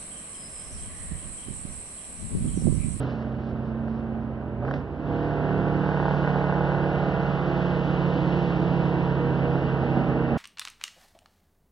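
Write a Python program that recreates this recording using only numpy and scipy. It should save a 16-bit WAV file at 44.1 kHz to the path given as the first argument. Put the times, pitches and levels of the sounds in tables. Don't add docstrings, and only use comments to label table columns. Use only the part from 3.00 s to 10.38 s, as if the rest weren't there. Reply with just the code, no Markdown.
import sys
import numpy as np
from scipy import signal
from scipy.fft import rfft, irfft
from scipy.io import wavfile

SR = 44100
rng = np.random.default_rng(int(sys.argv[2]) if len(sys.argv) > 2 else 0)


def wrap_up_sound(samples):
    columns = np.atleast_2d(samples).T
    tamed = np.clip(columns, -1, 1)
    steps = np.round(tamed * 32767).astype(np.int16)
    wavfile.write(sys.argv[1], SR, steps)


N = 325268
TIME = np.arange(N) / SR
BINS = np.fft.rfftfreq(N, 1 / SR)


def gain_of(db):
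    return 10 ** (np.asarray(db) / 20)


def unit_rms(x):
    return x / np.sqrt(np.mean(x ** 2) + 1e-20)


def curves(rows):
    times, *columns = np.transpose(rows)
    return [np.interp(TIME, times, column) for column in columns]


def spectrum(points):
    hz, value = np.transpose(points)
    return np.interp(np.log(BINS + 1), np.log(hz + 1), value)


def coloured(x, points):
    return unit_rms(irfft(rfft(x) * gain_of(spectrum(points)), N))


def wander(bandwidth_hz, count=1024):
    hz = np.arange(count // 2 + 1) * SR / N
    slow = irfft(rfft(rng.standard_normal(count)) * np.exp(-(hz / bandwidth_hz) ** 2))
    return np.interp(TIME, np.linspace(0, N / SR, count), unit_rms(slow))


def gated(rows, attack_s, release_s):
    return sum(height * np.clip((TIME - start) / attack_s, 0, 1)
               * np.clip(1 - (TIME - end) / release_s, 0, 1) for start, end, height in rows)


# f/Hz, relative density/dB
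AIR_SPECTRUM = [(30, 3), (100, 6.5), (500, 6), (1500, -6.5), (2600, -11.5), (4000, -39.5), (7000, -47.5)]

def night_air(level_db=-52):
    return gain_of(level_db) * coloured(rng.standard_normal((2, N)), AIR_SPECTRUM)


# f/Hz, relative level/dB
IDLE_LINES = [(49, -52.5), (63.5, -41), (78.6, -47), (85, -46.5)]
# f/Hz, relative density/dB
IDLE_RUMBLE = [(15, -28.5), (28, -21.5), (45, -2), (60, 2.5), (85, 1), (130, 3), (250, 5.5), (450, -7),
               (900, -21), (2500, -61)]

def idling_engine(lines_db=-1, rumble_db=-41, hunting_cycles=0.031):
    lines = sum(gain_of(db) * np.cos(2 * np.pi * (hz * TIME + rng.random() + hunting_cycles * wander(2.1)))
                for hz, db in IDLE_LINES)
    rumble = coloured(rng.standard_normal(N), IDLE_RUMBLE)
    return gain_of(lines_db) * np.sqrt(2) * lines + gain_of(rumble_db) * rumble


# t/s, level/dB
TYRE_ENVELOPE = [(3.0, -53.5), (5.5, -41.5), (7.38, -32.5)]
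# f/Hz, relative density/dB
TYRE_SPECTRUM = [(40, -29.5), (90, -5.5), (160, -4), (290, -1), (400, -5.5), (900, -17), (2000, -35.5),
                 (9000, -100)]

def tyres(waver_db=4.0):
    level_db = curves(TYRE_ENVELOPE)[0] + waver_db * wander(30)
    return gain_of(level_db) * coloured(rng.standard_normal(N), TYRE_SPECTRUM)


# f/Hz, relative density/dB
GEAR_SPECTRUM = [(150, -30.5), (350, -5.5), (540, 7), (800, -0.5), (1000, -24), (1550, -16.5), (2200, -20),
                 (6000, -66)]

def gear_chatter(start_s=1.605, end_s=1.77, level_db=-34.5, knocks_per_s=420, uneven_db=3):
    strikes = rng.random(N) < knocks_per_s / SR
    knocks = strikes * gain_of(uneven_db * rng.standard_normal(N)) * rng.choice([-1, 1], N)
    envelope = gated([(start_s, end_s, gain_of(level_db))], attack_s=0.059, release_s=0.05)
    return envelope * coloured(knocks, GEAR_SPECTRUM)


# t/s, relative level/dB, low-pass cutoff f/Hz
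KNOCKS = [(0.881, -35, 1500), (1.412, -37, 2000), (1.627, -32, 1400), (1.650, -27, 2000),
          (1.681, -27, 2000), (1.688, -31, 1400), (1.711, -26, 7000), (1.739, -23.5, 7000)]
# f/Hz, relative density/dB
KNOCK_SPECTRUM = [(200, -6), (700, 9), (1600, 5), (2500, -9), (4000, -22), (5500, -22), (7000, -56),
                  (12000, -81)]

def driveline_clacks(gain_db=-1.5, blow=7, rattle_s=0.0025, ring=.12, ring_s=.02):
    hits = np.zeros(N)
    for onset_s, db, cutoff_hz in KNOCKS:
        age = abs(TIME - onset_s)
        envelope = (TIME >= onset_s) * (np.exp(-age / rattle_s) + ring * np.exp(-age / ring_s))
        burst = envelope * rng.standard_normal(N)
        burst[round((onset_s + .001) * SR)] -= blow
        hits += gain_of(db) * signal.sosfilt(signal.butter(2, cutoff_hz, fs=SR, output="sos"), burst)
    response = unit_rms(gain_of(spectrum(KNOCK_SPECTRUM)))
    return gain_of(gain_db) * irfft(rfft(hits) * response, N)


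# start t/s, end t/s, level/dB
SPURT_SPANS = [(0, .11, -65), (.08, .23, -67), (.39, .51, -68), (.62, .7, -72.5), (.86, 1.0, -72),
               (1.64, 1.8, -67), (1.725, 1.76, -65)]
# f/Hz, relative density/dB
SPURT_SPECTRUM = [(1500, -30), (3000, 5), (4000, 5.5), (5600, -0.5), (6400, -16), (7400, -33), (12000, -55)]

def spurts():
    spans = [(start, end, gain_of(db)) for start, end, db in SPURT_SPANS]
    envelope = gated(spans, attack_s=0.026, release_s=0.03)
    return envelope * coloured(rng.standard_normal(N), SPURT_SPECTRUM)


# t/s, relative level/dB
BLOWER_ENVELOPE = [(0, -27), (.35, -33), (1.55, -38.5), (1.95, -33), (2.2, -31.5), (2.7, -30), (3.1, -25.5),
                   (3.5, -27.5), (5.35, -23.5), (6.2, -27.5), (6.85, -28), (7.38, -31)]
# f/Hz, relative density/dB
BLOWER_SPECTRUM = [(500, -34), (1800, 1.5), (2900, 4.5), (3600, -2), (4500, -8.5), (5600, -15.5),
                   (6400, -24.5), (7400, -39.5), (12000, -56.5)]

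def blower(turns, effort_db, gain_db=7.0, waver_db=0.36):
    level_db = gain_db + effort_db + curves(BLOWER_ENVELOPE)[0] + waver_db * wander(5.5)
    return gain_of(level_db) * coloured(gas_puffs(turns, decay_firings=0.55, steady=4.2), BLOWER_SPECTRUM)


# t/s, ratio of reflected to direct frequency
DOPPLER_RATIO = [(2.8, 1.1), (3.8, 1.108), (4.5, 1.102), (5.5, 1.098), (6.4, 1.09), (7.38, 1.075)]
# t/s, relative level/dB
ECHO_ENVELOPE = [(1.8, -21), (2.8, 0), (3.7, 1.5), (5.5, 2.5), (6.4, 2.5), (7.38, -5)]
REFLECTED_ORDERS = (4, 5, 7, 8, 9, 12, 13, 14, 17, 21, 23)
REFLECTED_LEVELS = [-14, -16.5, -23.5, -19.5, -12, -15.5, -14.5, -19, -18, -23.5, -28]

def road_echo(crank_hz, effort_db, smear_rad=.2, fading=0.47):
    turns = np.cumsum(crank_hz * curves(DOPPLER_RATIO)[0]) / SR
    echo = np.zeros(N)
    for order, db in zip(REFLECTED_ORDERS, REFLECTED_LEVELS):
        amplitude = gain_of(db) * (1 + fading * wander(3.3))
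        phase = 2 * np.pi * (order * turns + rng.random()) + smear_rad * order * wander(0.98)
        echo += amplitude * np.cos(phase)
    return np.sqrt(2) * gain_of(effort_db + curves(ECHO_ENVELOPE)[0]) * echo


# t/s, f/Hz
SHIFT_REVS = [(0.0, 32.1), (0.66, 31.9), (1.058, 32.3), (1.364, 31.9), (1.56, 29.8), (1.624, 31.1),
              (1.724, 34.8), (1.9, 35.6), (2.1, 36.6)]
PULL_S = 2.22

def crank_rate(top_hz=36.93, sag_hz_per_s=.69):
    final_hz = top_hz - sag_hz_per_s * (TIME[-1] - PULL_S)
    return curves([*SHIFT_REVS, (PULL_S, top_hz), (TIME[-1], final_hz)])[0]


# down t/s, up t/s, depth (0-1)
THROTTLE_PRESSES = [(-.4, 0.027, 0.42), (1.55, 1.745, 0.34), (1.975, 7.4, 0.76)]
FULL_THROTTLE_DB = -27

def exhaust_effort(coast_db=-35, coast_db_per_s=-1.26):
    shut_db = coast_db + coast_db_per_s * np.minimum(TIME, PULL_S)
    throttle = gated(THROTTLE_PRESSES, attack_s=0.14, release_s=0.15)
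    return shut_db + throttle * (FULL_THROTTLE_DB - shut_db)


def rasp(exhaust, corner_hz=1100, shut_db=-6.5, open_db=3.5, drift_db_per_s=0.01):
    treble = signal.sosfiltfilt(signal.butter(3, corner_hz, "high", fs=SR, output="sos"), exhaust)
    opening = gated(THROTTLE_PRESSES, attack_s=0.47, release_s=0.37)
    shelf_db = shut_db + (open_db - shut_db) * opening + drift_db_per_s * np.maximum(TIME - PULL_S, 0)
    return exhaust + (gain_of(shelf_db) - 1) * treble


# t/s, view (0 side-on, 1 three-quarter, 2 from behind)
STACK_ASPECT = [(2.7, 0), (3.05, 0.8), (3.7, 1.2), (5.1, 2)]

def view_weights():
    aspect = curves(STACK_ASPECT)[0]
    return [np.interp(aspect, [0, 1, 2], view) for view in np.eye(3)]


FIRING_LEVELS = [-1.3, -2, 0.4, -0.5]

def gas_puffs(turns, decay_firings, steady):
    firings = turns * len(FIRING_LEVELS)
    cylinder = np.floor(firings).astype(int) % len(FIRING_LEVELS)
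    surge = gain_of(FIRING_LEVELS)[cylinder] * np.exp(-(firings % 1) / decay_firings)
    return (steady + surge) * rng.standard_normal(N)


# f/Hz, then relative density/dB side-on, three-quarter, from behind
ROAR_SPECTRA = [(24.53, -40.5, -38.5, -39.5), (49.7, -16, -16, -15), (100, -3.5, -0.5, -3),
                (240, -4.5, -5, -5), (380, -4, -7, -5), (514, -7, -9, -6.5), (734, -8, -0.5, -6),
                (890, -11.5, -6, -11), (1260, -13, -10.5, -10.5), (1530, -12, -13, -14),
                (1840, -18.5, -16, -18.5), (2770, -24, -23.5, -20.5), (3750, -46, -46, -44),
                (6000, -76, -79, -78.5)]

def roar(turns):
    hz, *views_db = np.transpose(ROAR_SPECTRA)
    gas = rfft(gas_puffs(turns, decay_firings=0.69, steady=0.83))
    views = [irfft(gas * gain_of(spectrum(np.c_[hz, db])), N) for db in views_db]
    return unit_rms(sum(weight * view for weight, view in zip(view_weights(), views)))


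LOW_ORDERS = (4, 5, 7)
# t/s, then relative level/dB of orders 4, 5 and 7
BOOM_ENVELOPES = [(0.03, -28, -43.5, -40.5), (.17, -37.5, -51.5, -36), (.65, -35, -56, -35.5),
                  (.92, -37.5, -55, -31.5), (1.152, -37.5, -60.5, -34), (1.48, -38.5, -51, -41),
                  (1.62, -32.5, -50, -41), (1.76, -32.5, -40, -36), (1.87, -42.5, -48, -49.5),
                  (2.0, -39, -48, -45), (2.101, -34.5, -37.5, -41), (2.321, -32, -44, -42.5),
                  (2.52, -31, -32, -41), (3.1, -29, -32.5, -45.5), (4.3, -31, -32, -51.5),
                  (5.649, -30.5, -28, -49), (6.45, -29, -32, -42.5), (7.1, -29.5, -34, -34.5),
                  (7.38, -31.5, -33.5, -34.5)]

def boom(turns, gain_db=-0.3, waver_db=0.6):
    notes = [gain_of(db + waver_db * wander(5)) * np.cos(2 * np.pi * (order * turns + rng.random()))
             for order, db in zip(LOW_ORDERS, curves(BOOM_ENVELOPES))]
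    return np.sqrt(2) * gain_of(gain_db) * sum(notes)


# f/Hz, width/Hz, peak gain/dB
PIPE_RESONANCES = [(477, 7, 2.5), (571, 8, 6), (957, 24, 8)]

def pipe_gain(hz):
    return gain_of(sum(db / (1 + (2 * (hz - centre) / width) ** 2) for centre, width, db in PIPE_RESONANCES))


# order, then relative level/dB side-on, three-quarter, from behind
SNARL_HARMONICS = [(3, 0, -9, -12), (6, -8, -5, -9), (8, 5, -2, -4), (9, 4, 3, 0), (10, -5, -1, -1),
                   (11, 2.5, -4, -7), (12, -2, 2.5, -4), (13, 2, 3.5, -2), (14, -5, -6, 0),
                   (15, -4, -4, -13), (16, -12, -4, -14), (17, -7, -4, -6), (18, -3, 0, -7),
                   (19, -1, -4, -5), (20, -9, -6, -9), (21, -14, -6, -6), (22, -7, -7, -10),
                   (23, -9, -2.5, -7), (24, -13, -5, -7), (25, -9, -12, -11), (27, -24, -16, -12),
                   (28, -12, -8, -9), (29, -22, -20, -18), (30, -15, -13, -15), (31, -11, -12, -16),
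                   (32, -16, -10, -11), (33, -16, -20, -19), (35, -22, -16, -20), (36, -16, -11, -18),
                   (37, -13, -20, -24), (38, -14, -17, -22), (39, -10, -10, -22), (40, -11, -7, -19),
                   (41, -13, -12, -19), (42, -26, -17, -23), (44, -19, -15, -22), (50, -28, -24, -27)]
SURGING_ORDERS = (9, 10, 13, 14)
# f/Hz, relative gain/dB
GROUND_RESPONSE = [(110, 1.5), (280, -0.5), (450, -1.5), (650, 1.5), (850, -0.5), (1200, -1), (1500, 1),
                   (2000, 3.5)]

def snarl(turns, crank_hz, fading=0.3, fading_hz=3.0, flutter_hz=2.9, flutter_depth=.75):
    orders, *views_db = np.transpose(SNARL_HARMONICS)
    weights = view_weights()
    behind = np.clip(curves(STACK_ASPECT)[0] - .5, 0, 1)
    harmonics = np.zeros(N)
    for order in range(3, 58):
        if order in LOW_ORDERS:
            continue
        amplitude = sum(weight * gain_of(np.interp(order, orders, db))
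                        for weight, db in zip(weights, views_db))
        amplitude *= pipe_gain(order * crank_hz) * (1 + fading * wander(fading_hz))
        phase = 2 * np.pi * (order * turns + rng.random()) + fading * wander(fading_hz)
        if order in SURGING_ORDERS:
            flutter = np.sin(2 * np.pi * (flutter_hz * TIME + rng.random()) + wander(0.93))
            amplitude *= 1 + flutter_depth * behind * flutter
        harmonics += amplitude * np.cos(phase)
    return coloured(harmonics, GROUND_RESPONSE)


# start t/s, end t/s, added strength, release/s
BARK_SPELLS = [(2.82, 3.09, .41, .07), (2.78, 3.7, .22, .35)]
# t/s, added strength
HARD_CRACKS = [(3.276, .36), (3.359, .24), (3.442, .38), (3.498, .52), (3.525, .36), (3.609, .48),
               (3.748, .36)]

def bark_strength(usual=.15, rise_s=.17, hard_width_s=.009):
    spells = sum(gated([spell], rise_s, release_s) for *spell, release_s in BARK_SPELLS)
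    hard = sum(height * np.exp(-((TIME - at_s) / hard_width_s) ** 2) for at_s, height in HARD_CRACKS)
    return usual + spells + hard


# f/Hz, decay time/s, relative level/dB
RINGING_MODES = [(445, .006, -15), (660, .005, -18), (835, .007, -15), (1450, .007, -17)]

def crack(turns, shock_s=0.00062, low_hz=330, top_hz=1480, bounce_s=0.0075, bounce=0.3, uneven_db=1.4):
    impulses = np.diff(np.floor(turns), prepend=np.floor(turns[0])) * gain_of(uneven_db * wander(18))
    t = TIME[:SR // 40]
    shock = (t / shock_s - 1) * np.exp(-t / shock_s)
    ringing = sum(gain_of(db) * np.exp(-t / decay_s) * np.cos(2 * np.pi * hz * t)
                  for hz, decay_s, db in RINGING_MODES)
    pulses = signal.oaconvolve(impulses, shock - ringing)[:N]
    pulses = signal.sosfilt(signal.butter(5, top_hz, fs=SR, output="sos"), pulses)
    pulses = signal.sosfiltfilt(signal.butter(2, low_hz, "high", fs=SR, output="sos"), pulses)
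    return unit_rms(pulses + bounce * np.interp(TIME - bounce_s, TIME, pulses))


def truck(tone_db=1.7, roar_db=-6, tone_per_load=0.8, roar_per_load=-0.43, jitter_turns=0.002, duck=.45):
    crank_hz, effort_db = crank_rate(), exhaust_effort()
    load_db = effort_db - FULL_THROTTLE_DB
    turns = np.cumsum(crank_hz) / SR + jitter_turns * wander(11)
    turns -= np.interp(3.0275, TIME, turns)
    bark = bark_strength()
    tones = (1 - duck * bark) * snarl(turns, crank_hz) + bark * crack(turns)
    tones *= gain_of(tone_db + tone_per_load * load_db)
    gas = gain_of(roar_db + roar_per_load * load_db) * roar(turns)
    exhaust = rasp(gain_of(effort_db) * (tones + gas))
    return (exhaust + boom(turns) + blower(turns, effort_db) + spurts() + road_echo(crank_hz, effort_db)
            + driveline_clacks() + gear_chatter() + tyres())


# f/Hz, left minus right level/dB
PORT_BALANCE = [(60, -3.5), (100, -4.5), (170, -6.5), (280, -5.5), (470, -3), (800, -3.5), (1330, -1.5),
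                (2240, -2.5), (3000, 2), (3750, -1.5)]
# f/Hz, lead of the left/rad
PORT_LEAD = [(50, -.15), (170, -.15), (350, .15), (680, -.42), (1300, -.28), (1600, .65), (2150, 2.8),
             (2520, 3.4), (3000, 5.2), (3500, 6.28), (6000, 6.4)]

def scene(scatter_db=-19, reverberation_s=0.19):
    source = (truck() + idling_engine()) * signal.windows.tukey(N, .001)
    left_response = gain_of(spectrum(PORT_BALANCE) / 2) * np.exp(.5j * spectrum(PORT_LEAD))
    ports = irfft(rfft(source) * np.array([left_response, 1 / left_response]), N)
    t = TIME[:SR // 5]
    tail = rng.standard_normal((2, len(t))) * gain_of(-60 * t / reverberation_s)
    tail /= np.linalg.norm(tail[0])
    scatter = signal.fftconvolve(ports, tail, axes=1)[:, :N]
    return ports + night_air() + gain_of(scatter_db) * scatter


def record(dry, edge_hz=12300):
    low_pass = signal.firwin(511, edge_hz, window=("kaiser", 9), fs=SR)
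    return signal.oaconvolve(dry, low_pass[None], "same")


dry = scene()
out = record(dry)
wrap_up_sound(out)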